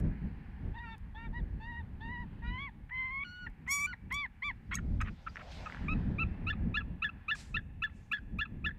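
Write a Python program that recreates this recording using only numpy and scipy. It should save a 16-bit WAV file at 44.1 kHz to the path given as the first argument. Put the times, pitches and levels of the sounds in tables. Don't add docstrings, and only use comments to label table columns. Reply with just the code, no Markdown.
import sys
import numpy as np
from scipy import signal
from scipy.fft import rfft, irfft, next_fast_len
from scipy.io import wavfile
from scipy.ndimage import uniform_filter1d, minimum_filter1d

SR = 44100
rng = np.random.default_rng(int(sys.argv[2]) if len(sys.argv) > 2 else 0)


def dump_mix(stems):
    frames = np.atleast_2d(stems).T
    limited = np.clip(frames, -1, 1)
    pcm = np.round(limited * 32767).astype(np.int16)
    wavfile.write(sys.argv[1], SR, pcm)


def linear_from_db(decibels):
    return 10 ** (np.asarray(decibels, float) / 20)


N = 387198
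TIME = np.arange(N) / SR
SHORT_STEPS, STRIDE = 400, 16

# start_s, level_db, decay_s
SNAPS = [
    (0, -59, 0.0058),
    (.981, -60, 0.0018),
    (3.499, -72, 0.0027),
    (4.124, -46, 0.0066),
    (8.121, -49, 0.0021),
    (8.387, -54, 0.0015),
]
# peak_s, rumble_db, rise_s per 20 dB, fall_s per 20 dB, flutter_over_rumble_db
GUSTS = [(0.05, -29, .15, .12, -3), (.33, -43, .3, .4, -4), (0.66, -42, .2, .4, -11),
         (1.42, -35, .5, .4, -11), (2.0, -41, .5, .8, -7), (2.45, -48, .4, .6, -8), (3.05, -51, .5, .5, -6),
         (3.49, -46, .1, .1, -11), (3.78, -58, .15, .3, -6), (4.08, -49, .15, .3, -5),
         (4.5, -53, .2, .12, -15), (4.76, -41, .04, .5, -5), (4.99, -36, .4, .13, -9),
         (5.6, -46, .4, .2, -12), (5.82, -36, .06, .8, -3), (6.1, -37, .3, .8, -4), (6.6, -44, .5, .5, -5),
         (5.42, -56, .05, .15, 3), (6.95, -48, .3, .12, -5), (7.57, -43, .25, .12, -11),
         (7.85, -47, .3, .3, -8), (8.3, -48, .3, .4, -10), (8.62, -44, .4, .4, -4)]
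CALM_DB = -60
# time_s, level_db
FOREST_LEVEL = [(0.0, -67.5), (0.8, -68.5), (1.0, -70), (2.47, -70.5), (2.9, -74.5), (3.5, -72.5),
                (5.26, -73.5), (5.72, -58), (7.06, -72.5), (7.43, -66.5), (7.61, -77), (8.78, -75)]
# pitch_hz, level_db
FOREST_COLOUR = [(350, -2.5), (650, -7.5), (800, 8), (1300, 0), (1700, 6), (2500, -1), (3600, -12.5),
                 (4800, -20), (6500, -42)]
HISS_DB = -86.5

# pitch_hz, level_db
THROAT = [(3000, 0), (3800, -6), (4600, -21), (5500, -32), (7000, -37), (9000, -52)]
# pitch_hz, level_db
SHRILL = [(4000, -27), (5700, -10.5), (6800, -6), (8000, -14), (10000, -23), (13500, -23.5), (15000, -39)]
# pitch_hz, level_db
MOUTH = [(800, 0.5), (1450, 0.5), (1850, 3.5), (2100, 12), (2500, 11), (2820, -10), (3500, -8), (4400, -20)]
RAISED_S, GAPE = 5.8, 1.09
WAVER_DB = 2.0
SHRILL_BELOW_HZ = 1400

# time_s, pitch_hz
WANDER = [
    [(0.738, 900), (0.771, 965), (0.789, 885), (0.804, 955), (0.84, 950), (0.865, 900), (0.96, 910)],
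    [(1.598, 900), (1.64, 905), (1.70, 962), (1.745, 935), (1.785, 960), (1.82, 950)],
    [(2.002, 920), (2.08, 928), (2.128, 984), (2.17, 950), (2.22, 980), (2.248, 975)],
    [(2.418, 950), (2.53, 990), (2.575, 1030), (2.61, 1120), (2.65, 1160), (2.7, 1160)],
    [(2.905, 1035), (3.094, 1035), (3.133, 1094), (3.166, 1071), (3.241, 1130)],
]
WANDER_DB = [-53, -53, -53, -53, -52.5]
# start_s, length_s, taut_pitch_hz, last_pitch_hz, level_db
ARCHES = [
    (1.144, 0.14, 895, 938, -54.5),
    (1.326, 0.082, 955, 995, -51),
]
# start_s, length_s, taut_pitch_hz, last_pitch_hz, level_db
SHOUTS = [
    (4.108, 0.159, 1150, 1210, -48),
    (4.419, 0.099, 1230, 1260, -47),
]
# start_s, length_s, taut_pitch_hz, last_pitch_hz, level_db
CLIMBS = [
    (3.672, 0.195, 1126, 1158, -47),
]
# start_s, length_s, taut_pitch_hz, last_pitch_hz, level_db
BARKS = [
    (4.712, 0.0402, 1148, 1152, -48.5),
]
# start_s, length_s, taut_pitch_hz, last_pitch_hz, level_db
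UPPERS = [
    (3.242, 0.226, 1448, 1478, -49.5),
    (3.866, 0.066, 1488, 1488, -46),
    (4.75, 0.018, 1335, 1317, -44),
]
# start_s, length_s, taut_pitch_hz, last_pitch_hz, level_db
CROAKS = [
    (5.008, 0.022, 1250, 1250, -27),
]
# start_s, length_s, taut_pitch_hz, last_pitch_hz, level_db
CRIES = [
    (5.88, 0.062, 1330, 1320, -36.5),
    (6.182, 0.06, 1390, 1420, -39.5),
]
# start_s, length_s, level_db
DOUBLING = [(0.82, 0.14, -70), (1.165, 0.115, -67.5), (2.425, 0.09, -66), (2.5, 0.2, -75), (2.93, .2, -79),
            (3.345, 0.06, -82), (4.694, 0.036, -54.5)]
# peak_s, shrill_db, rise_s per 20 dB, fall_s per 20 dB
STRAIN = [
    (3.715, -31, .022, .16),
    (4.143, -40, 0.0036, .019),
    (4.476, -68, 0.039, .027),
    (4.754, -36, .013, 0.012),
    (5.018, -41, .01, 0.0045),
]

# slack start hz, tighten s, slack end hz, let go s
ARCH, SHOUT, CLIMB = (820, .012, 830, .01), (900, .018, 800, .022), (900, .015, 1180, .002)
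UPPER, CRY = (1440, .002, 1320, .012), (1140, .017, 1230, .013)
# second and third harmonic over the mouth's colour db; loss of first, second, third when slack db
SOFT, STRONG, FALSETTO = (-2.5, -4, 8, 20, 34), (2, -4, 10, 3, 24), (-1, 2, 10, 12, 12)
YELPED, HOARSE, OPEN = (-5, -3, 12, 10, 14), (-25, -35, 25, 5, 5), (-1, 9, 10, -2, 26)
PUSHED = (-4, 1.5, 7, 5, 25)

# start_s, length_s, level_db
RASPS = [(2.89, 0.017, -59), (3.66, 0.038, -58), (4.101, 0.027, -49.5), (4.709, 0.032, -41.5),
         (4.78, 0.02, -52), (5, 0.028, -38.5), (5.042, 0.03, -53.5), (5.068, 0.031, -47),
         (5.264, 0.025, -45.5), (5.367, 0.015, -46), (5.657, 0.023, -54.5), (5.387, 0.0447, -52),
         (7.89, 0.02, -61)]
# pitch_hz, level_db
RASP_COLOUR = [(800, -13), (1250, 2.5), (1900, 1), (2500, -2), (3500, -16), (4500, -28.5)]

# start_s, length_s, pitch_hz, level_db
DROPS = [
    (3.464, 0.013, 975, -56.5),
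    (3.929, 0.013, 1070, -52),
]
DROP_HZ, DROP_SECOND_DB = 785, 15.5
# start_s, rise_length_s, length_after_break_s, level_db
YELPS = [(6.466, .035, 0.024, -32.5), (6.741, 0.029, .034, -31), (7.02, 0.023, .041, -31),
         (7.281, .03, 0.038, -30.5), (7.542, .025, .019, -31.5), (7.82, .017, 0.026, -29.5),
         (8.114, .018, 0.0377, -31), (8.386, .025, 0.033, -32), (8.642, 0.019, 0.038, -33)]
# start hz, end hz, first and second harmonic over the yelp's level db
RISE, BREAK = (1199.5, 1470.5, -9.5, -2), (1759.5, 1659.5, 0.5, -9.5)
BREAK_GAP_S = .001
# start_s, length_s, pitch_hz, first_harmonic_db, second_harmonic_db
SCRAPS = [(4.767, .0086, 1840, -39, -61), (4.782, .011, 1410, -49.5, -76), (5.264, .013, 1302, -38, -56),
          (5.659, .017, 1274, -39, -45), (6.526, 0.013, 1276, -48, -47), (6.803, 0.018, 1326, -49, -47),
          (7.089, 0.01, 1317, -46.5, -43), (7.35, 0.0072, 1235, -52, -50.5),
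          (7.585, 0.0083, 1687, -42.5, -57), (7.863, 0.016, 1330, -55, -55.5),
          (8.166, 0.0058, 1640, -38, -51), (8.177, .014, 1604, -49.5, -66), (8.451, .011, 1313, -50, -47.5),
          (8.688, .0033, 1740, -40, -54), (8.704, 0.01, 1740, -46, -71)]
SCRAP_SAG = .03
# start_s, length_s, pitch_hz, level_db
SQUEAKS = [
    (5.287, .014, 4600, -66),
    (5.347, .012, 5150, -68),
]
SQUEAK_RISE = 1.12
# start_s, level_db, pitch_hz
CLUCKS = [
    (5.358, -40, 1680),
    (5.3689, -38.5, 1950),
    (5.699, -40.5, 1500),
    (5.7234, -40.5, 2060),
    (5.7468, -40, 1580),
    (5.7711, -44, 1620),
]

VALLEY_T60_S, BOWED_DB, RAISED_DB = 1.4, -44, -40
TRUNK_T60_S, TRUNK_DB = 0.072, -18.5

# peak_s, level_db, rise_s per 20 dB, fall_s per 20 dB
TRAMPLE = [
    (5.402, -58, 0.079, 2.4),
    (5.2, -66, 0.068, .4),
]
# peak_s, level_db, rise_s per 20 dB, fall_s per 20 dB
LANDINGS = [
    (5.5, -76, 0.85, .03),
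    (5.52, -66, .03, .45),
]
# peak_s, level_db, rise_s per 20 dB, fall_s per 20 dB
SHAKES = [
    (7.352, -62, .005, .12),
    (7.4, -61, .06, .12),
    (7.966, -80, .08, 0.35),
]
# pitch_hz, level_db
LANDING_COLOUR = [(1500, 5.5), (2500, 7), (3600, 7), (5000, 3), (8000, -9.5), (9500, -22), (15000, -19.5)]
# pitch_hz, level_db
SHAKE_COLOUR = [(2000, -1), (3800, -1.5), (7200, 1), (11000, -14.5), (15000, -29)]
LIMIT = .062


def curve(table):
    s, *columns = np.transpose(table)
    return [np.interp(TIME, s, c) for c in columns]


def colour(points, hz):
    table_hz, db = np.array(points).T
    return np.interp(np.log(hz), np.log(table_hz), db)


def unit(x):
    return x / np.sqrt(np.mean(x ** 2))


def band(x, lo_hz, hi_hz, order=2):
    return signal.sosfilt(signal.butter(order, [lo_hz, hi_hz], "bandpass", fs=SR, output="sos"), x)


def walk(rate, size=N):
    k = int(SR / rate)
    count = size // k + 1
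    steps = rng.standard_normal(max(count, SHORT_STEPS))[:count]
    smooth = uniform_filter1d(uniform_filter1d(np.repeat(steps, k), k), k)
    return 1.175 * smooth[:size]


def patchy(points, flicker_db, rate):
    size = next_fast_len(N)
    hz = np.arange(1, size // 2 + 2) * SR / size
    noise = rfft(rng.standard_normal(size)) * linear_from_db(colour(points, hz))
    coarse = TIME[::STRIDE]
    out = 0
    for centre in np.arange(np.log2(points[0][0]), np.log2(points[-1][0]), 1 / 3):
        window = np.cos(np.pi / 2 * np.clip(3 * (np.log2(hz) - centre), -1, 1)) ** 2
        flicker = linear_from_db(flicker_db * walk(rate * STRIDE, size=len(coarse)))
        out = out + np.interp(TIME, coarse, flicker) * irfft(noise * window, size)[:N]
    return out


def add(out, start_s, sound):
    i = int(start_s * SR)
    out[i:i + len(sound)] += sound[:N - i]


def hump(length_s, edge_s):
    t = np.arange(0, length_s, 1 / SR)
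    to_edge = np.minimum(t, length_s - t)
    return np.sin(np.pi / 2 * np.clip(to_edge / edge_s, 0, 1)) ** 2


def swell(table):
    t = TIME[::STRIDE]
    total = sum(linear_from_db(db - 20 * np.maximum((s - t) / rise_s, (t - s) / fall_s))
                for s, db, rise_s, fall_s in table)
    return np.interp(TIME, t, total)


def snaps():
    out, t = np.zeros(N), np.arange(0, .07, 1 / SR)
    for s, db, decay_s in SNAPS:
        add(out, s, linear_from_db(db) * rng.standard_normal(len(t)) * np.exp(-t / decay_s))
    return band(out, 3000, 14000, order=3)


def wind():
    lumps, puffs = walk(22), walk(6)
    rumble_gain = linear_from_db(2.68 * lumps + 1.1 * walk(15) + 1.4 * puffs)
    flutter_gain = linear_from_db(3.6 * lumps + 1.6 * walk(35) + 1.4 * puffs)
    fringe_gain = linear_from_db(2.5 * lumps + 2.0 * walk(55))
    rumble = unit(band(rng.standard_normal(N), 26.3, 89.5) * rumble_gain)
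    flutter = unit(band(rng.standard_normal(N), 135.3, 235.7) * flutter_gain)
    fringe = unit(band(rng.standard_normal(N), 170, 270) * fringe_gain)
    low_gusts = [(s, db, rise_s, fall_s) for s, db, rise_s, fall_s, _ in GUSTS]
    high_gusts = [(s, db + over_db, rise_s, fall_s) for s, db, rise_s, fall_s, over_db in GUSTS]
    low = linear_from_db(CALM_DB) + swell(low_gusts)
    high = linear_from_db(CALM_DB - 5) + swell(high_gusts)
    return low * rumble + high * (flutter + linear_from_db(-23.0) * fringe)


def forest():
    hiss = patchy(FOREST_COLOUR, flicker_db=-2.0, rate=4)
    return hiss / np.std(band(hiss, 600, 2100)) * linear_from_db(curve(FOREST_LEVEL)[0] + 2.5)


def electronics():
    return linear_from_db(HISS_DB) * band(rng.standard_normal(N), 300, 15000)


def syrinx(hz, first_db, second_db, third_db, half_db, shrill_db, rough):
    n = len(hz)
    waver = 0.0043 * walk(35, size=n) + 0.0064 * walk(120, size=n) + 0.1 * rough * walk(500, size=n)
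    phase = 2 * np.pi * np.cumsum(hz * (1 + waver)) / SR
    y = linear_from_db(first_db) * np.sin(phase)
    y += linear_from_db(second_db + 1.2 * walk(50, size=n)) * np.sin(2 * phase + 1)
    for k in range(3, 15):
        throat_db = colour(THROAT, k * hz) - colour(THROAT, 3 * hz)
        soft = linear_from_db(third_db + throat_db + 3.5 * walk(35, size=n))
        top = linear_from_db(shrill_db + colour(SHRILL, k * hz) + 3.2 * walk(41, size=n))
        blur = 1 + (3 * rough + k / 70) * walk(900, size=n)
        y += (soft + top) * blur * (k * hz < 14800) * np.sin(k * phase + k * k)
    for k, db in [(.5, -17), (1.5, 7.5), (2.5, 6), (3.5, -13.5), (4.5, -25.0)]:
        y += linear_from_db(half_db + db + 4.5 * walk(60, size=n)) * np.sin(k * phase)
    return np.sqrt(2) * y * (1 + rough * walk(900, size=n))


def long_calls():
    kinds = [(ARCHES, ARCH, SOFT), (SHOUTS, SHOUT, OPEN), (CLIMBS, CLIMB, STRONG), (BARKS, CLIMB, OPEN),
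             (UPPERS, UPPER, FALSETTO), (CRIES, CRY, YELPED), (CROAKS, UPPER, HOARSE)]
    calls = []
    for table, tension, tone in kinds:
        for s, length, from_hz, to_hz, db in table:
            calls.append(([(s, from_hz), (s + length, to_hz)], db, tension, tone))
    calls += zip(WANDER, WANDER_DB, [ARCH, ARCH, ARCH, SHOUT, CLIMB], [SOFT, SOFT, SOFT, PUSHED, STRONG])
    return calls


def whistles():
    out, half, shrill = np.zeros(N), np.zeros(N), swell(STRAIN)
    for s, length, db in DOUBLING:
        add(half, s, linear_from_db(db) * hump(length, edge_s=0.025))
    for taut, db, tension, tone in long_calls():
        start_hz, tighten_s, end_hz, let_go_s = tension
        second_db, third_db, *losses = tone
        s, taut_hz = np.array(taut).T
        gain = hump(s[-1] - s[0], edge_s=.005)
        i = int(s[0] * SR) + np.arange(len(gain))
        since_start, since_end = TIME[i] - s[0], TIME[i] - s[-1]
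        rough = .04 + .3 * np.exp(-since_start / .012) + .25 * np.exp(since_end / .008)
        loose, tired = np.exp(-since_start / tighten_s), np.exp(since_end / let_go_s)
        hz = uniform_filter1d(np.interp(TIME[i], s, taut_hz), size=300)
        hz = hz + (start_hz - hz) * loose + (end_hz - hz) * tired
        gape = GAPE if s[0] > RAISED_S else 1
        levels = []
        for k, over_db, loss in zip([1, 2, 3], [0, second_db, third_db], losses):
            mouth_db = colour(MOUTH, k * hz / gape)
            slack_db = loss * (loose + tired)
            levels.append(db + over_db + mouth_db - slack_db + WAVER_DB * walk(25, size=len(i)))
        top = shrill[i] * (taut_hz[0] < SHRILL_BELOW_HZ)
        half_db, shrill_db = 20 * np.log10(half[i] + 1e-7), 20 * np.log10(top + 1e-7)
        add(out, s[0], gain * syrinx(hz, *levels, half_db, shrill_db, rough))
    return out


def scatter(x, t60_s, build_s, top_hz):
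    t = np.arange(0, t60_s, 1 / SR)
    fade = np.exp(-np.log(1000) * t / t60_s) * (1 - np.exp(-t / build_s))
    tail = band(rng.standard_normal(len(t)), 700, top_hz, order=3) * fade
    return signal.fftconvolve(x, tail / np.sqrt(np.sum(tail ** 2)))[:N]


def valley(voice):
    aim = linear_from_db(np.where(TIME < RAISED_S, BOWED_DB, RAISED_DB))
    far = scatter(voice * aim, VALLEY_T60_S, build_s=0.016, top_hz=3890)
    near = scatter(voice, TRUNK_T60_S, build_s=0.0026, top_hz=11800)
    return far + linear_from_db(TRUNK_DB) * near


def rasps():
    gain = np.zeros(N)
    for s, length, db in RASPS:
        add(gain, s, linear_from_db(db) * hump(length, edge_s=.007))
    return gain * unit(patchy(RASP_COLOUR, flicker_db=2.5, rate=120) * linear_from_db(2.5 * walk(250)))


def notes(table, edge_s, first_fall_db, second_fall_db, third_db, shrill_db, rough):
    out = np.zeros(N)
    for s, length, start_hz, end_hz, first_db, second_db in table:
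        gain = hump(length + edge_s, edge_s)
        u = np.linspace(0, 1, len(gain))
        first = first_db - first_fall_db * u ** 2
        second = second_db - second_fall_db * u ** 2
        hz = start_hz + (end_hz - start_hz) * u
        sound = syrinx(hz, first, second, second + third_db, first - 45, second + shrill_db, rough)
        add(out, s - edge_s / 5, gain * sound)
    return out


def glide(shape, spans):
    start_hz, end_hz, first_db, second_db = shape
    return [(s, length, start_hz, end_hz, db + first_db, db + second_db) for s, length, db in spans]


def yelps():
    rising = glide(RISE, [(s, rise_s - BREAK_GAP_S, db) for s, rise_s, _, db in YELPS])
    broken = glide(BREAK, [(s + rise_s, break_s, db) for s, rise_s, break_s, db in YELPS])
    scraps = [(s, length, hz * (1 + SCRAP_SAG), hz * (1 - SCRAP_SAG), db, second_db)
              for s, length, hz, db, second_db in SCRAPS]
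    scraps += [(s, length, hz, DROP_HZ, db, db + DROP_SECOND_DB) for s, length, hz, db in DROPS]
    scraps += [(s, length, hz, hz * SQUEAK_RISE, db, db - 40) for s, length, hz, db in SQUEAKS]
    rises = notes(rising, edge_s=.009, first_fall_db=3, second_fall_db=9,
                  third_db=-23, shrill_db=-50, rough=.16)
    breaks = notes(broken, edge_s=0.00396, first_fall_db=15.5, second_fall_db=33.5,
                   third_db=-27, shrill_db=-37, rough=0.14)
    afters = notes(scraps, edge_s=0.0087, first_fall_db=0, second_fall_db=14.5,
                   third_db=-27, shrill_db=-54.0, rough=0.41)
    return rises + breaks + afters


def trample():
    return unit(band(rng.standard_normal(N), 470, 870) * linear_from_db(2.5 * walk(60))) * swell(TRAMPLE)


def clucks():
    out, t = np.zeros(N), np.arange(0, .012, 1 / SR)
    pulse = 5.5 * (t / 0.00047) * np.exp(-t / 0.00051)
    for s, db, hz in CLUCKS:
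        ring = np.sin(2 * np.pi * hz * t) + 0.16 * np.sin(2 * np.pi * 1.3 * hz * t)
        add(out, s, linear_from_db(db) * ring * pulse)
    return out


def wings():
    out = np.zeros(N)
    for table, points in [(LANDINGS, LANDING_COLOUR), (SHAKES, SHAKE_COLOUR)]:
        swish = patchy(points, flicker_db=-2.0, rate=30)
        out += swish / np.std(band(swish, 6000, 12000)) * swell(table)
    return out


def eagles():
    return whistles() + rasps() + yelps() + clucks()


def scene():
    nest = snaps() + trample() + wings()
    air = wind() + forest() + electronics()
    voice = eagles()
    return (voice + valley(voice) + nest + air)[None]


def band_limit(x):
    return signal.sosfilt(signal.butter(12, 15610, fs=SR, output="sos"), x)


def record(dry):
    room = np.minimum(LIMIT / (np.abs(dry) + 1e-9), 1)
    gain = uniform_filter1d(minimum_filter1d(room, size=600), size=500)
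    return band_limit(dry * gain)


dry = scene()
out = record(dry)
dump_mix(out)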